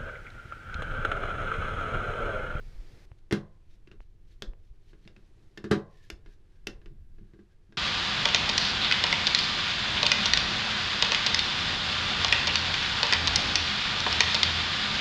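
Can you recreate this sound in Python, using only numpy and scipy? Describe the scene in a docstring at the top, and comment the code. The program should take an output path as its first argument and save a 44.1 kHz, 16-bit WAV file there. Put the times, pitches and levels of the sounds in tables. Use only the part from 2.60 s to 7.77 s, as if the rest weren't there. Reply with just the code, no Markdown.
"""Screwdriver on a bathtub overflow plate

A screwdriver works the screws of a chrome plate in a small tiled bathroom. The bit ticks and rubs
in the screw head and twice slips hard: steel rings, the plate clacks, the tub wall booms.
Once the screw bites, friction makes the plate sing. A hand-held camera close by adds soft bumps,
rumble and hiss."""
import sys
import numpy as np
from scipy import signal
from scipy.fft import rfft, irfft
from scipy.io import wavfile
from scipy.ndimage import uniform_filter1d

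SR = 44100
rng = np.random.default_rng(int(sys.argv[2]) if len(sys.argv) > 2 else 0)


def dump_mix(stems):
    """Bounce the given channels to the path in sys.argv[1] as a 16-bit WAV at rate SR."""
    frames = np.atleast_2d(stems).T  # one column per channel
    limited = np.clip(frames, -1, 1)  # hard clip at full scale
    pcm = np.round(limited * 32767).astype(np.int16)
    wavfile.write(sys.argv[1], SR, pcm)


N = 228041
T = np.arange(N) / SR
HIT_T = T[:SR * 3 // 4]

# room tone, opening hiss, hand rumble: f/Hz, density/dB
ROOM_TONE_SPECTRUM = [(25, -1), (60, -10.5), (130, -14), (250, -28.5), (340, -20.5), (550, -34.5),
                      (1000, -39.5), (1800, -41), (4000, -46.5), (8000, -54.5), (11800, -59), (12800, -70),
                      (16000, -75.5)]
HISS_SPECTRUM = [(200, 9.5), (400, 11), (1000, -1), (2100, 2.5), (3000, -3), (4800, -2), (8000, -14.5),
                 (12000, -19.5), (16000, -22)]
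RUMBLE_SPECTRUM = [(12, -2), (28, 2), (50, -18), (90, -13.5), (150, -26.5), (300, -41.5), (1000, -71.5)]
# rumble of the unsteady grip: t/s, level/dB
GRIP_LEVELS = [(0, -39), (0.6, -54), (1.5, -50.5), (2.9, -58.5), (3.6, -52.5), (4.3, -52), (5.17, -60)]
# hand bumps on the camera: t/s, f/Hz, level/dB
HAND_BUMPS = [(0.2, 31, -32), (0.338, 85.5, -40), (0.52, 83, -38.5), (1.411, 29.7, -39.5),
              (1.888, 30.5, -28.5), (2.113, 30.5, -37), (3.534, 44.6, -37), (4.159, 32, -36.5),
              (4.422, 54.4, -41.5)]
# camera body ticks: t/s, level/dB
BODY_TICKS = [(0.517, -40.5), (1.405, -38), (1.935, -43.5)]
# body tick: f/Hz, density/dB
TICK_SPECTRUM = [(100, 3), (900, 0), (1500, -7), (2700, -7), (4000, -28), (12000, -45)]
# wrist twists: peak t/s, swell/s, level/dB
WRIST_TWISTS = [(0.325, 0.0093, -60), (0.59, .006, -65), (1.14, 0.051, -68.5), (1.43, 0.024, -69),
                (1.725, .045, -66.5), (2.07, 0.049, -76), (2.31, 0.04, -73), (2.46, 0.058, -71),
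                (2.9, 0.8, -78), (3.439, .11, -64), (3.73, 0.06, -70), (3.97, 0.072, -76),
                (4.7, 0.08, -81.5), (4.928, 0.02, -73)]
# screw friction, steel impact: f/Hz, density/dB
RUB_SPECTRUM = [(300, -6), (1000, -10.5), (1800, 5.5), (4000, 4), (6000, -1), (8000, -10), (13000, -15.5),
                (16000, -25)]
CRACK_SPECTRUM = [(200, 7), (1000, -11.5), (1800, 4), (3000, 4), (6300, -3), (8000, -17), (12000, -18),
                  (16000, -34.5)]
# bit jumps the slot, lands on the plate: loose t/s, landing t/s, steel level/dB, tub level/dB, ring f/Hz
BIT_SLIPS = [(0.711, 0.7253, -26, -24.5, 2080), (3.1113, 3.1139, -28.5, -18.5, 1670)]
# bit ticks in the screw head: t/s, steel level/dB, tub level/dB, ring f/Hz
BIT_TAPS = [(1.274, -55, -58.5, 2720), (1.315, -52, -53.5, 2760), (1.8226, -32, -46, 3440),
            (2.3324, -59.5, -57.5, 1650), (2.4521, -60, -68, 4320), (2.4766, -47, -59.5, 2780),
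            (2.5641, -55, -59, 2620), (2.975, -38.5, -45, 1770), (3.0421, -44, -34.5, 1720),
            (3.502, -34, -50, 2870), (3.6613, -55, -58.5, 1674), (4.0708, -28, -43, 2720),
            (4.2165, -60, -68, 1750), (4.2597, -52, -55.5, 2900), (4.584, -65, -61, 1700),
            (4.7359, -70, -54, 1570), (4.791, -70, -52.5, 1630), (5.1242, -54.5, -59.5, 1620)]
# modes of shaft, bit and screw; seated plate; tub wall and air: f/Hz, level/dB, t60/s
STEEL_MODES = [(1803, -5.5, 0.13), (1970, -2.5, 0.043), (2614, 1, 0.014), (2700, -2, 0.15),
               (3500, 3.5, 0.023), (4170, -17, 0.012), (4670, 9, 0.013), (5145, 6.5, 0.039),
               (5630, -2, .012), (6200, -2.5, 0.006)]
PLATE_MODES = [(562, -3, .13), (672, -5, .15), (760, -4, .12), (838, -4, .13), (976, -6, .19),
               (1022, -16, .58), (1058, -19, .55), (1090, -15, .55), (1141, -9, .23), (1180, -8, .28),
               (1230, -2, .12), (1487, 3, .06), (1642, 4, .07), (1930, 2, .06), (2085, 2, .08)]
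TUB_MODES = [(83, -18, 0.16), (101.6, -12.5, 0.5), (139.6, -4.5, 0.31), (156, -6, 0.41), (204.4, 7.5, 0.25),
             (290, -1, 0.067), (331, 7.5, .2), (353.5, 4, 0.086), (390.6, -1.5, .12), (426, -5, 0.25),
             (435, -5.5, 0.11)]
# dense, weak, damped modes of plate and wall: f/Hz, density/dB
CLACK_SPECTRUM = [(250, -24.5), (520, -6.5), (900, -7.5), (1600, 5), (2200, -7.5), (4000, -10),
                  (8000, -26.5), (16000, -61)]
THUD_SPECTRUM = [(50, -32.5), (90, -1), (200, 2.5), (260, -2), (400, 5), (520, -20), (1000, -30.5),
                 (3000, -51)]
# hand nudges on the tub wall: t/s, level/dB
WALL_NUDGES = [(0.724, -35.5), (2.458, -56), (3.104, -44), (4.31, -57), (4.61, -55), (5.09, -62)]
# filters of the heavy wall, the slow push of flesh, the tile reflections: f/Hz, gain/dB
WALL_GAIN = [(45, -13.5), (85, -2.0), (440, 1), (530, -16.0), (1500, -17)]
FLESH_GAIN = [(130, 12), (400, -6.5), (900, -30)]
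TILE_GAIN = [(100, -20), (450, 8.5), (1000, -7.5), (2500, -6), (5500, 3.5), (8000, -12), (12000, 0),
             (16000, -16)]
# room decay: f/Hz, t60/s
ROOM_DECAY = [(150, 0.35), (500, 0.46), (1200, 0.33), (2500, 0.22), (5000, 0.16), (8000, 0.19),
              (14000, 0.17)]

RELEASE_SHARE, RESTING_DB = 0.4, -83  # release time over swell time; pressure floor
RING_T60_CYCLES, RING_DB, RING_DB_PER_DB = 57, -4.5, .07  # softer contact: more ring, less crack
HARD_DB, HARD_TREBLE_DB, TREBLE_DB_PER_DB = -29.5, -0.5, 0.65
SLIP_CLACK_DB, SLIP_CHATTER_S, SLIP_TREBLE_DB = -9, 0.12, -6.5
LOOSE_STEEL_DB, LOOSE_TUB_DB, LOOSE_CLACK_DB, LOOSE_TREBLE_DB = -8, -13.5, -12.5, -19.5
TIP_HZ, TIP_DB, TIP_LAG_S = 9200, -13.5, .0012  # tip pings on landing
CHATTER_S, CHATTER_DOUBLING_DB, CHATTER_MAX_S = 0.045, 12, .05
CLACK_DB, CLACK_STEEL_SHARE = -8.5, .28  # plate follows both steel and tub
PRE_CLICK_LEAD_S, PRE_CLICK_DB = .0019, -24.5  # faint dull click just ahead of each tap
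BITE_S, SING_DB, SING_HZ, SAG_HZ, SAG_S = 3.3, -8.5, 1930, 300, 0.16
TOP_HZ = 15400


def undb(db):
    """Decibels to gain."""
    return 10 ** (np.asarray(db) / 20)


def along(points, hz):
    """Interpolate a table over log frequency."""
    table_hz, value = np.transpose(points)
    return np.interp(np.log(hz + 1), np.log(table_hz), value)


def bin_hz(x):
    """FFT bin frequencies."""
    return np.arange(len(x) // 2 + 1) * SR / len(x)


def colour(x, points):
    """Minimum-phase filter; points: f/Hz, gain/dB."""
    cepstrum = irfft(np.log(undb(along(points, bin_hz(x)))), len(x))
    cepstrum[1:len(x) // 2] *= 2
    cepstrum[len(x) // 2 + 1:] = 0
    return irfft(rfft(x) * np.exp(rfft(cepstrum)), len(x))


def noise(spectrum):
    """Coloured noise, rms 1."""
    x = colour(rng.standard_normal(N), spectrum)
    return x / x.std()


def wander(rate_hz):
    """Smooth random drift, standard deviation 1."""
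    hold = int(SR / rate_hz)
    steps = np.repeat(rng.standard_normal(N // hold + 1), hold)
    x = uniform_filter1d(steps, hold)[:N]
    return x / x.std()


def fade(t60_s):
    """Exponential decay."""
    return np.exp(-np.log(1000) * HIT_T / t60_s)


def unit(x, energy_s):
    """Scale to the energy of rms 1 held for energy_s."""
    return x * np.sqrt(energy_s * SR / np.sum(x ** 2))


def ring(modes, scatter_db, detune):
    """Struck modes; level and tuning vary with the contact point."""
    draws = rng.standard_normal((len(modes), 2))
    return sum(undb(db + scatter_db * a) * fade(t60_s) * np.sin(2 * np.pi * hz * (1 + detune * b) * HIT_T)
               for (hz, db, t60_s), (a, b) in zip(modes, draws))


def burst(spectrum, t60_s):
    """Many close modes struck at once, as decaying noise."""
    return colour(rng.standard_normal(len(HIT_T)) * fade(t60_s), spectrum)


def add(track, at_s, sound):
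    """Mix a sound into the track."""
    start = max(int(at_s * SR), 0)
    track[..., start:start + sound.shape[-1]] += sound[..., :N - start]


def background(tone_db, hiss_db, hiss_end_s):
    """Room tone and an opening hiss that cuts off."""
    tone = noise(ROOM_TONE_SPECTRUM) * undb(tone_db + 1.6 * wander(3.7))
    return tone + noise(HISS_SPECTRUM) * undb(hiss_db) * (T < hiss_end_s)


def handling():
    """Hand on the camera: rumble, one-cycle bumps, dry ticks."""
    grip_db = np.interp(T, *np.transpose(GRIP_LEVELS))
    out = noise(RUMBLE_SPECTRUM) * undb(grip_db + 3.3 * wander(2.98))
    for at_s, hz, db in HAND_BUMPS:
        phase = 2 * np.pi * hz * (T - at_s)
        out += undb(db) * np.sin(phase) * np.exp(-(phase / 2.87) ** 2)
    tick = colour(1. * (HIT_T == 0), TICK_SPECTRUM)
    for at_s, db in BODY_TICKS:
        add(out, at_s, -undb(db) * tick / np.abs(tick).max())
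    return out


def wrist_pressure():
    """Each twist swells slowly and releases faster."""
    pressure = undb(RESTING_DB)
    for peak_s, swell_s, db in WRIST_TWISTS:
        width_s = np.where(T < peak_s, swell_s, RELEASE_SHARE * swell_s)
        pressure = pressure + undb(db) * np.exp(-((T - peak_s) / width_s) ** 2)
    return pressure


def rubbing(pressure):
    """Dense micro-slips of the turning screw, scaled by pressure."""
    return pressure * noise(RUB_SPECTRUM) * undb(2.0 * wander(250) + 2.2 * wander(40) - 7.0)


def steel_click(treble_db, chatter_s, ring_hz, ring_db):
    """Steel on steel: impact, tiny rebounds, short ring. The contact point picks the dominant mode."""
    rebounds = unit(rng.standard_normal(len(HIT_T)) ** 3 * fade(chatter_s), 0.0025)
    impact = unit(1. * (HIT_T == 0), 0.0022)
    crack = unit(colour(undb(-4.5) * impact + rebounds, CRACK_SPECTRUM), 0.0021)
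    modes = unit(ring(STEEL_MODES, scatter_db=1.5, detune=.007), .002)
    dominant = unit(fade(RING_T60_CYCLES / ring_hz) * np.sin(2 * np.pi * ring_hz * HIT_T), .002)
    click = crack + undb(-9.5) * modes + undb(ring_db) * dominant
    return -colour(click, [(2500, 0), (14000, treble_db)])


def plate_clack():
    """Plate knocks on its seat; a few modes linger."""
    modes = unit(ring(PLATE_MODES, scatter_db=1.5, detune=0.007), 0.012)
    knock = unit(burst(CLACK_SPECTRUM, t60_s=0.14), 0.017)
    return undb(-4) * modes + undb(-3.5) * knock


def tub_boom():
    """Low modes over a thud; the heavy wall passes little above them."""
    modes = unit(ring(TUB_MODES, scatter_db=1.4, detune=0.0041), 0.026)
    thud = unit(burst(THUD_SPECTRUM, t60_s=0.2), 0.049)
    return colour(modes + undb(-7) * thud, WALL_GAIN)


def blow(steel_db, tub_db, plate_db, treble_db, chatter_s, ring_hz):
    """One blow excites steel, plate and tub. 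Rows: metal, tub."""
    ring_db = RING_DB + RING_DB_PER_DB * (HARD_DB - steel_db)
    steel = undb(steel_db) * steel_click(treble_db, chatter_s, ring_hz, ring_db)
    plate = undb(plate_db) * plate_clack()
    return np.array([steel - plate, undb(tub_db) * tub_boom()])


def slips():
    """Bit breaks loose lightly, then lands hard. Rows: metal, tub."""
    out = np.zeros((2, N))
    for loose_s, landing_s, steel_db, tub_db, ring_hz in BIT_SLIPS:
        loose = blow(steel_db + LOOSE_STEEL_DB, tub_db + LOOSE_TUB_DB, tub_db + LOOSE_CLACK_DB,
                     LOOSE_TREBLE_DB, SLIP_CHATTER_S, ring_hz)
        landing = blow(steel_db, tub_db, tub_db + SLIP_CLACK_DB, SLIP_TREBLE_DB, SLIP_CHATTER_S, ring_hz)
        ping = steel_click(treble_db=3.5, chatter_s=0.025, ring_hz=TIP_HZ, ring_db=-5)
        add(out, loose_s, loose)
        add(out, landing_s, landing)
        add(out[0], landing_s + TIP_LAG_S, undb(steel_db + TIP_DB) * ping)
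    return out


def nudges():
    """Hand leans on the tub wall; flesh pushes slowly, so the boom is dull."""
    out = np.zeros(N)
    for at_s, db in WALL_NUDGES:
        add(out, at_s, undb(db) * colour(tub_boom(), FLESH_GAIN))
    return out


def taps():
    """Bit ticks in the screw head: heavy taps chatter longer, hard ones are brighter. Rows: metal, tub."""
    out = np.zeros((2, N))
    for at_s, steel_db, tub_db, ring_hz in BIT_TAPS:
        weight_db = tub_db - steel_db
        chatter_s = min(CHATTER_S * 2 ** (weight_db / CHATTER_DOUBLING_DB), CHATTER_MAX_S)
        treble_db = HARD_TREBLE_DB + TREBLE_DB_PER_DB * (steel_db - HARD_DB)
        plate_db = tub_db + CLACK_DB - CLACK_STEEL_SHARE * weight_db
        add(out, at_s, blow(steel_db, tub_db, plate_db, treble_db, chatter_s, ring_hz))
        pre_click = steel_click(treble_db=-14, chatter_s=0.014, ring_hz=ring_hz, ring_db=-5)
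        add(out[0], at_s - PRE_CLICK_LEAD_S, undb(steel_db + PRE_CLICK_DB) * pre_click)
    return out


def plate_singing(pressure):
    """Once the screw bites, friction sustains one narrow plate resonance; its pitch sags."""
    since_bite_s = np.maximum(T - BITE_S, 0)
    hz = SING_HZ - SAG_HZ * (1 - np.exp(-since_bite_s / SAG_S))
    flutter = wander(200) + 1j * wander(320)
    tone = np.real(flutter * np.exp(2j * np.pi * np.cumsum(hz) / SR))
    return undb(SING_DB) * pressure * (T > BITE_S) * tone


def bathroom(x, wet_db, build_s):
    """Close tiles return a dense tail almost at once; treble dies first."""
    white = rfft(rng.standard_normal(len(HIT_T)))
    centres_hz = np.geomspace(100, 16000, 12)
    tail = 0
    for hz, weights in zip(centres_hz, np.eye(len(centres_hz))):
        passband = along(np.c_[centres_hz, weights], bin_hz(HIT_T))
        band = irfft(white * passband, len(HIT_T))
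        tail = tail + band * undb(along(TILE_GAIN, hz)) * fade(along(ROOM_DECAY, hz))
    tail *= 1 - np.exp(-HIT_T / build_s)
    tail /= np.sqrt(np.sum(tail ** 2))
    return undb(wet_db) * signal.fftconvolve(x, tail)[:N]


def scene():
    """Mono mix; only the metal sounds feed the room."""
    metal, tub = slips() + taps()
    tub += nudges()
    pressure = wrist_pressure()
    metal += rubbing(pressure) + plate_singing(pressure)
    room = bathroom(metal, wet_db=-11, build_s=0.0011)
    noises = handling() + background(tone_db=-57.5, hiss_db=-62.5, hiss_end_s=.456)
    return (metal + tub + room + noises)[None]


def record(dry):
    """Steep elliptic low-pass."""
    return signal.sosfilt(signal.ellip(8, .2, 70, TOP_HZ, fs=SR, output="sos"), dry)


dry = scene()
out = record(dry)
dump_mix(out)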